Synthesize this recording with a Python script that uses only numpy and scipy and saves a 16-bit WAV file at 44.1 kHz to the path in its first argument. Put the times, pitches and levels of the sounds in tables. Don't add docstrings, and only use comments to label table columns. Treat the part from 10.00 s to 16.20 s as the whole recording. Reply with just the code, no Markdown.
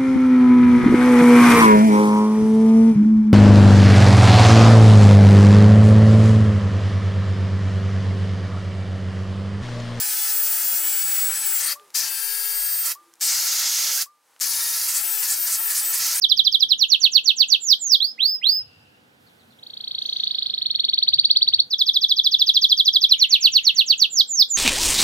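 import sys
import numpy as np
from scipy import signal
from scipy.fft import rfft, irfft
from scipy.io import wavfile

SR = 44100
rng = np.random.default_rng(int(sys.argv[2]) if len(sys.argv) > 2 else 0)


def put_to_file(sound):
    columns = np.atleast_2d(sound).T
    safe = np.clip(columns, -1, 1)
    whole_steps = np.round(safe * 32767)
    wavfile.write(sys.argv[1], SR, whole_steps.astype(np.int16))


N = 273420
TIME = np.arange(N) / SR
HZ = np.maximum(np.arange(N // 2 + 1) * SR / N, 1)
CUTOFF_HZ = 15780


def from_db(db):
    return 10 ** (np.asarray(db) / 20)


def rms_one(x):
    return x / np.sqrt(np.mean(x ** 2) + 1e-20)


def in_time(rows):
    time_s, value = np.transpose(rows)
    return np.interp(TIME, time_s, value)


def by_hz(points):
    hz, value = np.transpose(points)
    return np.interp(np.log(HZ), np.log(hz), value)


def drift(rate_hz):
    spectrum = rfft(rng.standard_normal(N))
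    return rms_one(irfft(spectrum / (1 + (HZ / rate_hz) ** 2), N))


def along_path(start_s, end_s):
    return np.clip((TIME - start_s) / (end_s - start_s), 0, 1)


def angle_of(hz):
    return 2 * np.pi * np.cumsum(hz) / SR


def bump(at_s, half_s):
    return np.exp(-((TIME - at_s) / half_s) ** 2)


def pan(db):
    return from_db(np.array([db, -db]) / 2)


# pitch_hz, likeness (0-1)
EAR_LIKENESS = [(60, .8), (300, .84), (1200, .97), (2800, .97), (4500, .91), (15000, .9)]


def stereo_noise(gain):
    alike = np.clip(by_hz(EAR_LIKENESS), 0, 1)
    mid, side = rfft(rng.standard_normal((2, N)))
    shared = np.sqrt(1 + alike) * mid
    opposed = np.sqrt(1 - alike) * side * [[1], [-1]]
    return rms_one(irfft(gain * (shared + opposed), N))


# on_s, off_s
TRIGGER_PULLS = [(-0.1, 1.727), (1.947, 2.921), (3.211, 4.026), (4.409, 6.3)]
START_S = .0042


def power(rise_s, brake_db_per_s):
    total = 0
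    for on_s, off_s in TRIGGER_PULLS:
        start = (1 + np.tanh((TIME - on_s) / rise_s)) / 2
        brake = from_db(-brake_db_per_s * np.maximum(TIME - off_s, 0))
        total = total + start * brake
    return total


CONTACT_S = .011


def on_cloth(lands_s, lifts_s):
    return (np.tanh((TIME - lands_s) / CONTACT_S) - np.tanh((TIME - lifts_s) / CONTACT_S)) / 2


# lands_s, lifts_s, seal (0-1), mid_speed (turns per s), slower_at_ends (turns per s; negative is faster),
# roar_db (body), rush_db (intake), fizz_db (exhaust), hum_db (motor), mesh_db (gears), whine_db (gears)
CLOTH_STROKES = [(-0.1, 0.33, 0.7, 428, -6, -39.5, -31, -35, -52, -32.5, -28.5),
                 (0.33, 0.8, .56, 428, 0, -40.3, -33, -33.5, -52.5, -31, -30),
                 (0.8, 1.594, 0.36, 428, 0, -37.5, -34.5, -35.3, -54.5, -27, -31),
                 (1.62, 1.755, 0.11, 488, 4, -33.5, -30.5, -28, -56, -43, -42.5),
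                 (2.008, 2.085, 0.3, 455, 0, -37, -28.5, -31.5, -53, -44, -36.5),
                 (2.085, 2.55, .84, 430, -2, -42, -35.8, -34, -57, -37.5, -33.5),
                 (2.55, 2.85, 1.0, 440, 1.5, -41.5, -36, -33.5, -60, -30, -34),
                 (3.275, 3.935, 0.35, 471, 4, -35, -23.5, -28.5, -54.5, -35, -37),
                 (3.935, 4.06, 0, 376, -20, -37.5, -25, -26, -56.5, -52, -38),
                 (4.458, 4.875, 0.17, 467, 3, -39.5, -28, -28.3, -51, -50, -30),
                 (5.003, 5.22, 0.83, 445, 50, -40, -34, -33, -53.5, -33, -32.5),
                 (5.351, 5.462, .8, 460, 9, -41.5, -33, -32, -61, -32, -34),
                 (5.575, 5.695, 0.93, 454, 26, -39.7, -35.5, -30, -51, -33, -33.5),
                 (5.815, 5.925, 0.88, 448, 36, -39, -33.5, -31.3, -53.5, -28, -32),
                 (6.0, 6.144, 0.13, 466, 0, -35, -23.5, -28.5, -54.5, -31.5, -34)]
# roar_db, rush_db, fizz_db, hum_db, mesh_db, whine_db
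OPEN_HEAD_DB = [-38, -30.5, -27.5, -54.5, -52, -36.5]


def head():
    free = np.array([0, *OPEN_HEAD_DB])
    contacts = np.array([on_cloth(lands_s, lifts_s) for lands_s, lifts_s, *_ in CLOTH_STROKES])
    held = np.array([[seal, *levels] for _, _, seal, _, _, *levels in CLOTH_STROKES])
    return free[:, None] + (held - free).T @ contacts


# roar_db, rush_db, hiss_db, fizz_db
LANDING_GUST_DB = [0.5, 3.6, 11.3, 0.46]
# roar_db, rush_db, hiss_db, fizz_db
LIFT_GUST_DB = [3.7, 3.02, 8.1, 3.5]
# roar_db, rush_db, hiss_db, fizz_db
PULL_SURGE_DB = [3.5, 7, 0, -1.5]
SURGE_S = 0.058


def airflow(seal, roar_db, rush_db, fizz_db):
    hiss_db = -32.5 - 6 * seal
    steady = np.array([roar_db, rush_db, hiss_db, fizz_db])
    surge, landing, lifting, contact = 0, 0, 0, 0
    for on_s, _ in TRIGGER_PULLS:
        surge = surge + (TIME > on_s - START_S) * np.exp(-np.abs(TIME - on_s) / SURGE_S)
    for lands_s, lifts_s, tight, *_ in CLOTH_STROKES:
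        contact = contact + on_cloth(lands_s, lifts_s)
        landing = landing + np.sqrt(abs(tight)) * bump(lands_s - 0.035, half_s=0.033)
        lifting = lifting + bump(lifts_s + 0.014, half_s=0.017)
    gusts = np.outer(LANDING_GUST_DB, landing) + np.outer(LIFT_GUST_DB, lifting)
    return steady + np.outer(PULL_SURGE_DB, surge) + (1 - contact) * gusts


# (per Hz, relative)
AIR_SPECTRUM = [(30, -31.5), (100, -30), (250, -27), (450, -19.5), (680, -21), (1100, -8), (2200, -0.5),
                (3600, -4.5), (4600, 4), (6500, 4), (9500, 0), (12000, -0.5), (15500, -2)]
# pitch_hz, width_hz, boost_db
AIR_CAVITIES = [(576.7, 14, 14.5), (804, 104, 7), (1337, 41, 9), (1725, 53, 8), (3165, 50, 3.5),
                (4380, 200, -1)]


def air(flow_db, flutter_db, table_echo, echo_s):
    colour_db = by_hz(AIR_SPECTRUM)
    for hz, width_hz, boost_db in AIR_CAVITIES:
        colour_db = colour_db + boost_db / (1 + (2 * (HZ - hz) / width_hz) ** 2)
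    colour = from_db(colour_db)
    roar_db, rush_db, hiss_db, fizz_db = flow_db
    upper_roar_db = roar_db - 2.5 + 0.13 * (rush_db - roar_db - 10.0)
    levels = [roar_db - 3.5, upper_roar_db, rush_db, hiss_db, fizz_db]
    edges_hz = [1, 2100, 3800, 7300, 10300, 20000]
    leans_db = [0, 0, 0, 0, 1]
    out = 0
    for low, high, level_db, lean_db in zip(edges_hz, edges_hz[1:], levels, leans_db):
        walls = (1 + (low / HZ) ** 16) * (1 + (HZ / high) ** 16) * (1 + (HZ / CUTOFF_HZ) ** 80)
        noise = stereo_noise(colour * walls ** -.5)
        out = out + from_db(level_db + flutter_db * drift(29)) * noise * pan(lean_db)[:, None]
    late = TIME - echo_s * (1 + 0.11 * drift(1.27))
    return out + table_echo * np.array([np.interp(late, TIME, side) for side in out])


# start_s, end_s, start_hz, end_hz, width_hz, level_db
ROUGH_BANDS = [(1.618, 1.7, 8200, 9080, 900, -24.5), (1.66, 1.752, 4260, 4950, 600, -29),
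               (1.933, 2.072, 6160, 4990, 1500, -29.5), (1.947, 2.955, 4620, 4715, 400, -37.5),
               (3.192, 3.378, 8220, 7900, 1600, -25), (3.4, 4.049, 3896, 3108, 910, -36.5),
               (3.449, 4.049, 6615, 6320, 1200, -30), (3.969, 4.004, 1490, 1690, 59.6, -36.5),
               (4.527, 4.784, 3720, 3670, 70, -40), (4.872, 4.92, 8500, 8500, 1600, -27),
               (4.924, 5.008, 7110, 8880, 1500, -28.5), (5.275, 5.355, 7500, 8200, 2500, -26.5),
               (5.766, 5.826, 10540, 8800, 1400, -26.5), (6.14, 6.222, 8020, 10420, 1400, -26)]


def howls_and_rough_tones(trim_db):
    out = np.zeros((2, N))
    for start_s, end_s, start_hz, end_hz, width_hz, level_db in ROUGH_BANDS:
        along = along_path(start_s, end_s)
        low_pass = signal.butter(2, width_hz / 2, fs=SR, output="sos")
        slow_noise = signal.sosfilt(low_pass, rng.standard_normal((2, N)))
        phase = angle_of(start_hz + (end_hz - start_hz) * along)
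        band = rms_one(slow_noise[0] * np.cos(phase) + slow_noise[1] * np.sin(phase))
        out += from_db(level_db + trim_db) * np.sqrt(4 * along * (1 - along)) * band
    return out


# time_s, speed (turns per s)
FIRST_DRAG_SPEED = [(0.0, 423.7), (0.056, 418.1), (0.154, 429.7), (0.602, 426.6), (0.698, 419.3),
                    (0.862, 430.1), (0.92, 425.8), (1.03, 433.7), (1.16, 431.4), (1.416, 442.4),
                    (1.442, 440.7), (1.464, 426.3), (1.54, 427.5), (1.59, 410.7)]
SECOND_DRAG_SPEED = [(2.06, 448.8), (2.086, 439.6), (2.156, 439.1), (2.266, 454.7), (2.774, 459.4),
                     (2.818, 456.4), (2.85, 448.0)]
FREE_SPEED = 494


def brush_speed():
    speed = np.full(N, float(FREE_SPEED))
    for lands_s, lifts_s, _, mid_speed, slower_at_ends, *_ in CLOTH_STROKES:
        from_middle = 2 * along_path(lands_s, lifts_s) - 1
        stroke_speed = mid_speed - slower_at_ends * from_middle ** 2
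        speed += on_cloth(lands_s, lifts_s) * (stroke_speed - FREE_SPEED)
    for drag in FIRST_DRAG_SPEED, SECOND_DRAG_SPEED:
        held = on_cloth(drag[0][0] - CONTACT_S, drag[-1][0] + CONTACT_S)
        speed += held * (in_time(drag) - speed)
    return speed


# order (multiple of its speed), level_db (added to what drives it)
MOTOR_TONES = [(1, -15), (3, -2.5), (4, 0.5), (6, -4.5), (7, -4.5), (8, -3.5), (19, -6), (20, -12),
               (21, -5.5), (22, -11), (23, -2.5), (24, -6.5), (25, -5), (26, -10.5), (28, -19), (29, -26)]
# time_s, level_db
BELT_LEVEL = [(2.1, -51), (2.23, -44), (2.75, -47.5), (2.9, -60), (4.4, -80), (4.65, -53), (5.0, -53)]
# time_s, level_db
GEAR_WHISTLE = [(0.0, -24), (0.072, -33), (0.406, -23), (0.642, -32), (0.684, -26), (0.822, -30),
                (0.854, -25), (1.298, -25), (1.312, -33), (1.438, -39), (1.464, -24), (1.586, -25),
                (1.66, -45)]
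# speed (turns per s), change_db, flutter_db
HUM_BY_SPEED = [(400, -2, 3), (425, 0, 1), (460, 0, 1), (475, -2, 3), (495, -4, 4)]
TEETH, BELT_ORDER = 18, 3.6
BUZZ_SPEED = 432


def brush(hum_db, mesh_db, whine_db, jitter, shimmer_db, wander_db, eccentric):
    speed = brush_speed()
    buzz_db = -45.2 - .2 * np.abs(speed - BUZZ_SPEED)
    speeds, change_db, flutter_db = np.transpose(HUM_BY_SPEED)
    hum_change_db = np.interp(speed, speeds, change_db)
    hum_db = hum_db + hum_change_db + np.interp(speed, speeds, flutter_db) * drift(25)
    angle = angle_of(speed * (1 + jitter * drift(62.7)))

    def partial(order, db):
        start = rng.uniform(0, 2 * np.pi)
        return np.sqrt(2) * from_db(db + shimmer_db * drift(34)) * np.sin(order * angle + start)

    whine = partial(2, hum_db) + partial(TEETH, mesh_db) + partial(BELT_ORDER, in_time(BELT_LEVEL))
    for order, level_db in MOTOR_TONES:
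        if order < 5:
            drive_db = hum_db
        elif order < 10:
            drive_db = buzz_db
        else:
            drive_db = whine_db
        whine += partial(order, level_db + drive_db + wander_db * drift(3.1))
    whistle = partial(2 * TEETH, in_time(GEAR_WHISTLE)) * (1 + eccentric * np.cos(angle))
    return whine, whistle


# time_s, change_db
FAN_TURNING = [(0.1, 1), (0.65, 5.5), (1.3, -0.5), (2.2, -5.5), (2.7, 1.5), (3.35, 2), (3.75, -6),
               (4.45, -0.5), (5.1, 2), (6.2, 3)]
FAN_LAG_S = 0.054


def fan(seal, jitter_hz, shimmer_db):
    r = np.exp(-1 / (FAN_LAG_S * SR))
    suction, _ = signal.lfilter([1 - r], [1, -r], seal, zi=[r * seal[0]])
    phase = angle_of(14335 + 310 * suction + jitter_hz * drift(70))
    level_db = -37.6 + 11 * (seal + suction) / 2
    level_db = level_db + in_time(FAN_TURNING) + shimmer_db * drift(30)
    return np.sqrt(2) * from_db(level_db) * np.sin(phase)


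# time_s, peak_db, ring_hz
PLASTIC_TICKS = [(1.797, -39, 2500), (1.904, -37, 6000), (2.398, -27, 3000), (2.449, -31, 3000),
                 (2.95, -29, 6980), (3.138, -34.5, 6010), (3.155, -44, 7000), (3.197, -39, 8470),
                 (3.203, -34, 7000), (4.058, -34, 7500), (4.335, -52, 1200), (4.363, -43, 1600),
                 (4.394, -36, 7000), (4.400, -20.5, 7600)]


def ticks(t60_s, width):
    out = np.zeros(N)
    age = np.arange(SR // 20) / SR
    for time_s, peak_db, ring_hz in PLASTIC_TICKS:
        r = np.exp(-np.pi * width * ring_hz / SR)
        ring = [1, -2 * r * np.cos(2 * np.pi * ring_hz / SR), r * r]
        burst = rng.standard_normal(len(age)) * from_db(-60 * age / t60_s)
        crack = signal.lfilter([1, 0, -1], ring, burst)
        out[round(time_s * SR):][:len(age)] += from_db(peak_db) * crack / np.abs(crack).max()
    return out


# time_s, peak_db, pitch_hz
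BIN_PINGS = [(1.722, -50, 585), (1.756, -42, 1197), (2.954, -43, 1197), (4.061, -47, 1197)]


def pings(bend, settle_s, t60_s, attack_s):
    out = 0
    for time_s, peak_db, pitch_hz in BIN_PINGS:
        age = np.maximum(TIME - time_s, 0)
        phase = angle_of(pitch_hz * (1 - bend * np.exp(-age / settle_s)))
        attack = 1 - np.exp(-age / attack_s)
        out = out + from_db(peak_db - 60 * age / t60_s) * attack * np.sin(phase)
    return out


# start_s, end_s, start_hz, end_hz, level_db
SPIN_DOWNS = [(1.74, 1.95, 436, 323, -64.5), (2.97, 3.21, 342, 326.7, -70)]


def coasting(waver_db):
    out = 0
    for start_s, end_s, start_hz, end_hz, level_db in SPIN_DOWNS:
        along = along_path(start_s, end_s)
        phase = angle_of(start_hz + (end_hz - start_hz) * along ** 2)
        swell = np.sqrt(4 * along * (1 - along))
        out = out + from_db(level_db + waver_db * drift(16)) * swell * np.sin(phase)
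    return out


def room(x, t60_s, dull_hz):
    age = np.arange(SR // 2) / SR
    tail = rng.standard_normal((2, len(age))) * from_db(-60 * age / t60_s) * (age > .004)
    r = np.exp(-2 * np.pi * dull_hz / SR)
    tail = signal.lfilter([1 - r], [1, -r], tail / np.sqrt(np.sum(tail[0] ** 2)))
    return signal.fftconvolve(x, tail, axes=1)[:, :N]


# (per Hz, relative)
ROOM_COLOUR = [(18, -61.5), (30, -31), (202, -15.5), (307, -7), (399, -15), (443, -2), (691, -9.5),
               (830, -1), (2830, -11), (11000, -11.5), (15500, -19.5)]
# time_s, change_db
ROOM_CHANGE = [(1.85, 5), (3.05, 2), (4.1, -5), (4.2, -5), (4.3, 1.5)]


def room_hiss(level_db):
    return from_db(level_db + in_time(ROOM_CHANGE)) * stereo_noise(from_db(by_hz(ROOM_COLOUR)))


# time_s, lean_db (left over right)
TOOL_SIDE = [(0.0, -0.5), (0.4, -0.5), (2.28, 5.5), (2.92, -4), (2.97, 5), (3.16, 1.5), (4.04, -2.5),
             (4.09, 10), (4.49, 3), (4.92, -2), (4.96, 2.5), (6.03, -1.5), (6.13, -1), (6.2, -0.5)]


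def scene():
    lean_db = in_time(TOOL_SIDE)
    seal, roar_db, rush_db, fizz_db, hum_db, mesh_db, whine_db = head()
    whine, whistle = brush(hum_db, mesh_db - 4.0, whine_db - 3.0, jitter=0.001423,
                           shimmer_db=1.5, wander_db=1.4, eccentric=.3)
    blade_tone = fan(seal, jitter_hz=15, shimmer_db=1.0)
    shrill = whistle * pan(4 + .7 * lean_db) + blade_tone * pan(7.5 + 1.6 * lean_db)
    flow_db = airflow(seal, roar_db, rush_db, fizz_db)
    rush = from_db(-1.4) * air(flow_db, flutter_db=1.14, table_echo=0.29, echo_s=.0014)
    rough = howls_and_rough_tones(trim_db=-.5)
    running = power(rise_s=START_S, brake_db_per_s=738)
    machine = running * ((rush + rough + whine) * pan(lean_db) + shrill)
    small_noises = ticks(t60_s=0.0078, width=.8) + coasting(waver_db=5.0)
    small_noises = small_noises + pings(bend=0.13, settle_s=.011, t60_s=.39, attack_s=0.0006)
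    direct = machine + small_noises
    echoes = from_db(-30.5) * room(direct, t60_s=0.31, dull_hz=3000)
    return direct + echoes + room_hiss(level_db=-62.5)


def record(dry):
    return signal.sosfilt(signal.ellip(12, .1, 80, CUTOFF_HZ, fs=SR, output="sos"), dry)


dry = scene()
out = record(dry)
put_to_file(out)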